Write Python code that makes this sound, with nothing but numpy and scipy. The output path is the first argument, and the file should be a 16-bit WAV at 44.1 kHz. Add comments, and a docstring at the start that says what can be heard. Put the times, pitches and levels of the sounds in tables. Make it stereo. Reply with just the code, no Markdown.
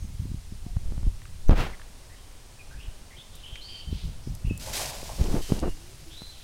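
"""A tree-lined pond, from the bank, on a hand-held stereo recorder. At first wind puffs on the right
microphone port while a finger shifts over the left; at 1.5 s it peels off with a pop that ducks the
limiter. Birds call from the trees, some way off. At 3.9 s a cast net swishes out; at 4.6 s its weighted
rim slaps the water and the mesh sinks in spray and bubbles. From 5 s the finger rubs back over the
left port, and the fizz dies away."""
import sys
import numpy as np
from scipy import signal
from scipy.fft import rfft, irfft
from scipy.io import wavfile
from scipy.ndimage import map_coordinates

SR = 44100
rng = np.random.default_rng(int(sys.argv[2]) if len(sys.argv) > 2 else 0)


def to_wav(sig):
    """Store sig (one row per channel, or 1-D mono) as 16-bit WAV at the path in sys.argv[1].

    Samples outside -1..1 are clipped; the rate is SR.
    """
    pcm = np.clip(np.atleast_2d(sig), -1, 1) * 32767
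    pcm = np.round(pcm).astype(np.int16)
    wavfile.write(sys.argv[1], SR, pcm.T)  # frames by channels


N = 283563
TIME = np.arange(N) / SR


def from_db(db):
    """Decibels to gain."""
    return 10 ** (np.asarray(db) / 20)


def rms_one(x):
    """Scale to rms 1."""
    return x / np.sqrt(np.mean(x ** 2) + 1e-20)


def gains(rows):
    """One gain curve for each dB column."""
    times, *columns = np.transpose(rows)
    return [from_db(np.interp(TIME, times, db)) for db in columns]


def swell(s, attack, hold, t60):
    """A gain that rises from time s, holds and dies away."""
    t = TIME - s
    return np.clip(t / attack, 0, 1) * from_db(-60 * np.clip((t - attack - hold) / t60, 0, 4))


def together(levels):
    """Unrelated sounds add in power."""
    return np.sqrt(sum(level ** 2 for level in levels))


def add(out, s, sound):
    """Mix a short sound in at time s."""
    at = max(int(s * SR), 0)
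    out[at:at + len(sound)] += sound[:N - at]


def butter(x, hz, kind, order=2):
    """Causal Butterworth filter."""
    sos = signal.butter(order, np.clip(hz, 10, .45 * SR), kind, fs=SR, output="sos")
    return signal.sosfilt(sos, x + 1e-18)


def colour(x, spectrum):
    """Give a steady signal a spectrum; rms 1."""
    hz, db = np.transpose(spectrum)
    bin_hz = np.maximum(np.arange(N // 2 + 1) * SR / N, 1)
    response = from_db(np.interp(np.log(bin_hz), np.log(hz), db))
    return rms_one(irfft(rfft(x) * response, N))


def noise(spectrum):
    """Coloured noise; rms 1."""
    return colour(rng.standard_normal(N), spectrum)


def drift(per_s):
    """A smooth random curve with a spread near 1, renewed per_s times a second."""
    knots = rng.standard_normal(N // 8)
    return map_coordinates(knots, [TIME * per_s], order=3, mode="wrap")


def grains(per_s, spread_db):
    """Random clicks of either sign and uneven size."""
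    sizes = from_db(spread_db * np.minimum(rng.exponential(1, N), 5)) * rng.choice([-1, 1], N)
    return sizes * (rng.random(N) < per_s / SR)


def ring(clicks, hz, t60):
    """A unit click sets a sine of height 1 ringing."""
    r, w = from_db(-60 / (t60 * SR)), 2 * np.pi * hz / SR
    return signal.lfilter([0, np.sin(w)], [1, -2 * r * np.cos(w), r * r], clicks + 1e-18)


def thumps(rows, skirt=3.02):
    """A push on a port swings the pressure one way and then back."""
    out, t = np.zeros(N), TIME[:SR // 10] - .05
    for s, db, half_swing, *_ in rows:
        pulse = -t / (1 + (t / (2 * half_swing)) ** 2) ** skirt
        add(out, s + t[0], from_db(db) * pulse / pulse.max())
    return out


# open air over the pond: f/Hz, density/dB
AIR_SPECTRUM = [(20, 5), (50, -4.5), (90, -7), (170, -19), (350, -22), (650, -23), (1400, -26),
                (2800, -22.5), (5200, -21.5), (7500, -24), (9300, -22.5), (11000, -29.5), (15500, -36.5)]
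def open_air(level_db=-42, alike_below_hz=1500):
    """Distant ambience at both microphones, partly alike in the bass."""
    shared = 1.13 * butter(noise(AIR_SPECTRUM), alike_below_hz, "low")
    return [from_db(level_db) * rms_one(shared + noise(AIR_SPECTRUM)) for port in range(2)]


def trees(x, echo_db=-4.5, t60=0.65, build_s=0.0023):
    """Trunks and leaves round the pond add a short echo that starts at once and fades."""
    t = TIME[:SR]
    echo = rng.standard_normal(SR) * from_db(-60 * t / t60) * (1 - np.exp(-t / build_s))
    return from_db(echo_db) * signal.fftconvolve(x, echo / np.sqrt(np.sum(echo ** 2)))[:N]


# whistles and rasps in the trees: t/s, length/s, first f/Hz, settled f/Hz, level/dB, roughness
BIRD_WHISTLES = [(0, .079, 6600, 6420, -57, .25), (2.587, 0.042, 2550, 2395, -48, 0.5),
                 (2.794, 0.081, 2500, 2950, -47.5, 0.86), (3.33, 0.1, 3700, 3450, -50.5, 1.1),
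                 (3.43, 0.18, 3000, 3110, -41, 0.57), (3.608, .21, 3850, 4574, -41, .52),
                 (3.678, .18, 2980, 3093, -40, 0.53), (3.68, .11, 2800, 2500, -56, 0.92),
                 (4.23, .08, 5400, 5250, -53.5, .9), (4.447, 0.065, 2650, 2870, -46.5, .55),
                 (4.494, 0.033, 2595, 2605, -36, 0.07), (5.409, 0.15, 3150, 3030, -48, 0.64),
                 (5.55, .18, 2920, 2830, -51, 0.35), (6.1, .08, 3200, 3610, -45, .7),
                 (6.164, 0.15, 3750, 4070, -41.5, 0.41), (6.304, 0.15, 3990, 3545, -48.5, 1.17)]
# rising two-note calls: t/s, centre of first note f/Hz, first level/dB, second level/dB
BIRD_CALLS = [(2.09, 1980, -55, -59), (2.705, 1644, -52, -58), (3.101, 2104, -50.5, -43)]
# low coos, far off: t/s, length/s, first f/Hz, last f/Hz, level/dB
FAR_COOS = [(0.647, 0.067, 720, 710, -53.5), (5.706, 0.24, 286.3, 398, -54), (6.06, .056, 329, 316, -48)]
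def bird_notes(settle_s=.022, call_note_s=.065, step_s=.063, leap=1.61, call_rough=.57, coo_rough=.2):
    """Yield (start, pitch curve, dB, roughness): whistles settle on a pitch, calls and coos slide."""
    for s, length, first, settled, db, rough in BIRD_WHISTLES:
        glide = np.exp(-TIME[:int(length * SR)] / settle_s)
        yield s, settled + (first - settled) * glide, db, rough
    upslide = np.geomspace(np.sqrt(.85), 1 / np.sqrt(.85), int(call_note_s * SR))
    for s, hz, first_db, second_db in BIRD_CALLS:
        yield s, hz * upslide, first_db, call_rough
        yield s + step_s, hz * upslide * leap, second_db, call_rough
    for s, length, first, last, db in FAR_COOS:
        yield s, np.geomspace(first, last, int(length * SR)), db, coo_rough


def birds(waver=0.0452, rasp_width=0.12, attack_s=0.0082, release_s=0.011, fade_db_per_s=17):
    """Each note glides in pitch; roughness shakes the whistle and spreads a band of rasp round it."""
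    out, wobble = np.zeros(N), drift(per_s=350)
    for s, hz, db, rough in bird_notes():
        t = TIME[:len(hz)]
        shaken_hz = hz * (1 + waver * rough * np.interp(s + t, TIME, wobble))
        phase = 2 * np.pi * np.cumsum(shaken_hz) / SR
        flutter = rms_one(butter(rng.standard_normal((2, SR // 2)), rasp_width * hz.mean(), "low"))
        rasp = flutter[0, -len(t):] * np.sin(phase) + flutter[1, -len(t):] * np.cos(phase)
        rasp_share = np.clip(rough, 0, 1) ** 2.4
        voice = np.sqrt(2 * (1 - rasp_share)) * np.sin(phase) + np.sqrt(rasp_share) * rasp
        shape = np.minimum(1, np.minimum(t / attack_s, t[::-1] / release_s))
        add(out, s, from_db(db - fade_db_per_s * t) * shape * voice)
    return out


# turbulence right on the microphone: f/Hz, density/dB
WIND_SPECTRUM = [(15, -10), (40, 9), (100, 2.5), (170, -4), (260, -17.5), (400, -28.5), (800, -47),
                 (2000, -49.5)]
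# light breeze: t/s, level/dB
BREEZE_LEVELS = [(0, -34), (.85, -56), (1.3, -45), (2.45, -65), (2.8, -43), (3.4, -51), (3.8, -57),
                 (4.4, -35.5), (5.95, -46.5), (6.15, -52)]
# puffs on top of it: t/s, hold/s, level/dB
WIND_PUFFS = [(0, 0.052, -41), (0.142, .21, -28), (0.678, .03, -37), (3.868, 0.06, -24.5),
              (4.005, 0.12, -31.5), (4.238, 0.081, -31.5), (4.44, .14, -29)]
# eddies that hit the port: t/s, peak/dB, half swing/s
WIND_EDDIES = [(.2, -22, 0.002), (.256, -22, 0.0012), (.317, -20, 0.0015), (.345, -17.5, 0.0016),
               (2.885, -23.5, 0.0042), (3.53, -26, 0.0033), (3.929, -15.5, 0.0011), (4.275, -20, 0.001),
               (4.45, -14, .002), (4.477, -21, 0.0013), (4.511, -12, 0.001), (4.521, -18, 0.0016)]
def wind(lumps_db=4.5):
    """Lumpy low turbulence on the right port: a light breeze with short puffs."""
    puffs = [from_db(db) * swell(s, .03, hold, t60=.15) for s, hold, db in WIND_PUFFS]
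    gust = together(gains(BREEZE_LEVELS) + puffs)
    return gust * noise(WIND_SPECTRUM) * from_db(lumps_db * drift(per_s=40)) + thumps(WIND_EDDIES)


# what gets past the finger to the left microphone: t/s, bass/dB, treble/dB
LEFT_OPENING = [(0, -44, -51), (1.48, -32, -48), (1.56, -1, -8), (3.0, -1.5, -17.5), (4.0, -1, -25.5),
                (4.7, -2.5, -28.5), (5.6, -6, -25), (5.72, -6.5, -41), (6.43, -9.5, -41)]
def finger_shade(x, split_hz=1700):
    """The finger over the left port dulls and weakens the outside sound."""
    bass, treble = gains(LEFT_OPENING)
    return bass * butter(x, split_hz, "low") - treble * butter(x, split_hz, "high", order=1)


# skin pressing on the port: f/Hz, density/dB
PRESS_SPECTRUM = [(12, 6), (35, 1.5), (55, -3.5), (80, -5), (170, -24), (350, -36), (800, -61), (2000, -91)]
# skin rubbing over it: f/Hz, density/dB
RUB_SPECTRUM = [(30, -18), (90, -1.5), (170, 1.5), (350, -0.5), (700, -10), (1400, -21), (2800, -33.5),
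                (5600, -49.5), (14000, -60)]
# rumble of the grip: t/s, level/dB
GRIP_LEVELS = [(0, -40), (.42, -38), (.92, -21), (1.2, -31.5), (1.69, -30), (1.86, -48), (4.85, -89),
               (5.02, -36), (6.43, -44)]
# the finger shifts: t/s, hold/s, pressing/dB, rubbing/dB
FINGER_STROKES = [(0.833, 0.25, -30.5, -49), (1.497, .016, -2, -3.5), (4.966, 0.23, -46, -51),
                  (5.177, .21, -21, -30), (5.32, 0.038, -25, -23.5), (5.484, 0.092, -23.5, -30.5),
                  (5.612, 0.049, -20, -21)]
def finger_grip(creep_db=-34, attack_s=0.018):
    """Handling noise on the left port: pressure rumbles, and the skin rubs as it creeps or shifts."""
    grip, = gains(GRIP_LEVELS)
    pressing, rubbing = [grip], [from_db(creep_db) * grip]
    for s, hold, press_db, rub_db in FINGER_STROKES:
        pressing.append(from_db(press_db) * swell(s, attack_s, hold, t60=0.3))
        rubbing.append(from_db(rub_db) * swell(s, attack_s, hold, t60=0.062))
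    friction = colour(grains(per_s=2500, spread_db=2.5), RUB_SPECTRUM)
    return together(pressing) * noise(PRESS_SPECTRUM) + together(rubbing) * friction


# the finger bumps the recorder: t/s, peak/dB, half swing/s, click/dB
FINGER_BUMPS = [(.524, -23.5, 0.0014, -48), (.666, -21, 0.0013, -29), (.77, -11.5, 0.00225, -20),
                (0.923, -27, 0.0009, -23), (0.981, -20, 0.0018, -23), (1.033, -23, 0.0016, -24.5),
                (1.05, -13.5, 0.0069, -40), (1.069, -16.5, 0.0014, -33), (1.078, -7, 0.0048, -45),
                (1.513, 9.5, 0.0055, 13.5), (1.525, 6, 0.0036, -20), (5.031, -31, 0.00072, -21),
                (5.199, -15, 0.0023, -36), (5.215, -6.5, 0.0025, -20), (5.344, -8.5, 0.00099, -34),
                (5.5224, -3, 0.00099, -1.5), (6.221, -30, 0.0012, -21.5)]
def finger_bumps():
    """Each bump is a dull click of skin on the case, then a thump in the port."""
    clicks = np.zeros(N)
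    for s, _, half_swing, click_db in FINGER_BUMPS:
        clicks[int((s - half_swing) * SR)] = from_db(click_db)
    return ring(clicks, hz=750, t60=0.0027) + thumps(FINGER_BUMPS)


# ringing of a nail's tick on the case: f/Hz, level/dB, t60/s
NAIL_MODES = [(1500, -22, .0012), (6050, -32, .025), (12000, -35, .02)]
def fingernail(at_s=1.484):
    """A fingernail ticks on the case just before the pop."""
    click = np.zeros(N)
    click[int(at_s * SR)] = 1
    return sum(from_db(db) * ring(click, hz, t60) for hz, db, t60 in NAIL_MODES)


def seal_pop(at_s=1.495, suction_db=2.5, suction_s=0.016, pop_db=8.5, decay_s=0.0031, edge_s=0.00052):
    """The lifting finger sucks at the port; the seal breaks and the pressure jumps."""
    t = TIME - at_s
    suction = from_db(suction_db) * np.exp(-np.abs(t) / suction_s)
    release = from_db(pop_db) * np.exp(-np.abs(t) / decay_s)
    return np.tanh(t / edge_s) * np.where(t < 0, suction, release)


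# skin scraping the rim of the port: f/Hz, density/dB
SCRAPE_SPECTRUM = [(60, -1), (170, 1), (350, -4.5), (700, -5.5), (1400, -8), (2800, -13), (5600, -24.5),
                   (10000, -33.5), (15000, -37)]
# its slides: t/s, rise/s, level/dB, t60/s
RIM_SLIDES = [(1.503, 0.0048, -13, 0.14), (1.529, 0.062, -17.5, .33)]
def skin_scrape(rough_db=1.1):
    """After the pop the skin slides unevenly off the rim of the port."""
    sliding = together(from_db(db) * swell(s, rise, 0, t60) for s, rise, db, t60 in RIM_SLIDES)
    return sliding * noise(SCRAPE_SPECTRUM) * from_db(rough_db * drift(per_s=150))


def skin_squeak(at_s=1.728, hz=1930, level_db=-40, edge_ratio=1.082):
    """The last of the skin slips off with a short, thin squeak."""
    tone = rms_one(butter(rng.standard_normal(N), [hz / edge_ratio, hz * edge_ratio], "band"))
    return from_db(level_db) * swell(at_s, attack=.005, hold=.015, t60=.03) * tone


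# twigs, net weights and drops: t/s, peak/dB, f/Hz, t60/s
SMALL_TICKS = [(1.218, -34, 1500, 0.014), (1.254, -33, 1590, 0.011), (1.797, -36, 1470, 0.023),
               (1.816, -31.5, 2200, 0.022), (3.352, -34.5, 8800, 0.062), (3.556, -22.5, 2880, 0.023),
               (4.351, -25, 8000, 0.0099), (4.576, -23, 9000, .016), (4.739, -17, 5030, 0.004),
               (4.857, -14.5, 4940, .025), (5.24, -25, 4500, 0.024), (5.592, -22, 5070, 0.0079),
               (5.6, -24.5, 6300, 0.012)]
def ticks(edge_ratio=1.47):
    """Small impacts give short dry bursts, each round a pitch of its own."""
    out, t = np.zeros(N), TIME[:SR // 10]
    for s, db, hz, t60 in SMALL_TICKS:
        impact = rng.standard_normal(len(t)) * from_db(-60 * t / t60)
        burst = butter(impact, [hz / edge_ratio, hz * edge_ratio], "band")
        add(out, s, from_db(db) * burst / np.abs(burst).max())
    return out


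def net_throw(at_s=3.88, level_db=-42, band_hz=(2700, 4670)):
    """The strands of the mesh rustle over each other as it is flung open."""
    rustle = rms_one(butter(grains(per_s=2900, spread_db=1.8), band_hz, "band"))
    return from_db(level_db) * swell(at_s, attack=0.073, hold=0.063, t60=0.52) * rustle


def bubbles(start_s, per_s, low_hz, high_hz, cycles, spread_db, rise=0.24):
    """Bubbles ring for a like number of cycles and rise in pitch as they surface; rms 1 from start_s."""
    out, span_s = np.zeros(N), N / SR - start_s
    for when, size, strength in rng.random((4000, 3))[:int(per_s * span_s)]:
        hz = low_hz * (high_hz / low_hz) ** size
        age = np.linspace(0, 1, int(cycles / hz * SR))
        level_db = spread_db * min(-np.log(strength), 4)
        chirp = np.sin(2 * np.pi * cycles * age * (1 + rise * age))
        add(out, start_s + when * span_s, from_db(level_db - 60 * age) * chirp)
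    return rms_one(out) * np.sqrt(span_s * SR / N)


# spray out on the pond: f/Hz, density/dB
SPRAY_SPECTRUM = [(150, -8), (400, -3.5), (900, -16), (1500, -3), (2800, -1.5), (5000, 2.5), (7500, -0.5),
                  (10000, -3), (14000, -8.5), (16000, -15)]
# the net lands, first its weighted rim, then the spread mesh: t/s, hold/s, spray/dB
NET_LANDINGS = [(4.592, .13, -39), (4.728, 0.077, -28.5)]
# groups of weights drag air down: t/s, bubbles/dB
WEIGHT_PLUNGES = [(4.66, -39), (4.784, -33), (4.895, -44), (5.086, -39), (5.235, -46)]
def net_splash(rise_s=0.12, clumps_db=1.3, crackle_db=1.8, fizz_db=-7.0):
    """Mesh and droplets crackle in clumps, tiny bubbles fizz, the weights drag down larger ones."""
    touch_s = NET_LANDINGS[0][0]
    landings = [from_db(db) * swell(s, 0.0072, hold, t60=0.57) for s, hold, db in NET_LANDINGS]
    foam = from_db(-41.5) * swell(touch_s, rise_s, hold=0.847, t60=0.27)  # until the mesh is under
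    ripples = from_db(-52.5) * np.clip((TIME - touch_s) / rise_s, 0, 1)  # these lap on
    plunges = [from_db(db) * swell(s, 0.014, hold=0, t60=0.37) for s, db in WEIGHT_PLUNGES]
    sinking = from_db(-41) * swell(touch_s, rise_s, hold=0, t60=2.75)
    gurgle = bubbles(touch_s, per_s=900, low_hz=519, high_hz=1068, cycles=24.5, spread_db=3.0)
    fizz = bubbles(touch_s, per_s=800, low_hz=2100, high_hz=10500, cycles=20, spread_db=4.5)
    crackle = np.array([colour(grains(per_s=6000, spread_db=-0.5), SPRAY_SPECTRUM) for port in range(2)])
    spray = from_db(crackle_db + clumps_db * drift(per_s=70)) * crackle + from_db(fizz_db) * fizz
    return together([foam, ripples] + landings) * spray + together([sinking] + plunges) * gurgle


def scene(near_send_db=-6, hiss_db=-67.5):
    """Both microphones hear pond and trees; the finger is on the left one, the wind on the right."""
    ticks_and_throw = ticks() + net_throw()
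    ports = []
    for water, air in zip(net_splash(), open_air()):
        near = water + ticks_and_throw
        calls = birds()  # far off, so scattered differently at each port
        ports.append(air + calls + near + trees(calls + from_db(near_send_db) * near))
    handling = finger_grip() + finger_bumps() + fingernail() + seal_pop() + skin_scrape() + skin_squeak()
    left = finger_shade(ports[0]) + handling
    right = ports[1] + wind()
    hiss = from_db(hiss_db) * rng.standard_normal((2, N))
    return np.array([left, right]) + hiss


def record(dry, limit_db=0.0, release_db_per_s=115, attack_s=0.00034, ceiling=0.793, cutoff_hz=15900):
    """One limiter ducks both channels and recovers slowly; peaks are then clipped and the treble cut."""
    peak_db = 20 * np.log10(np.abs(dry).max(axis=0) + 1e-9)
    over_db = np.maximum(peak_db - limit_db, 0)
    recovery_db = release_db_per_s * TIME
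    held_db = np.maximum.accumulate(over_db + recovery_db) - recovery_db
    pole = np.exp(-1 / (attack_s * SR))
    duck_db = signal.lfilter([1 - pole], [1, -pole], held_db)
    limited = np.clip(dry * from_db(-duck_db), -ceiling, ceiling)
    return signal.sosfilt(signal.ellip(12, .1, 90, cutoff_hz, fs=SR, output="sos"), limited)


dry = scene()
out = record(dry)
to_wav(out)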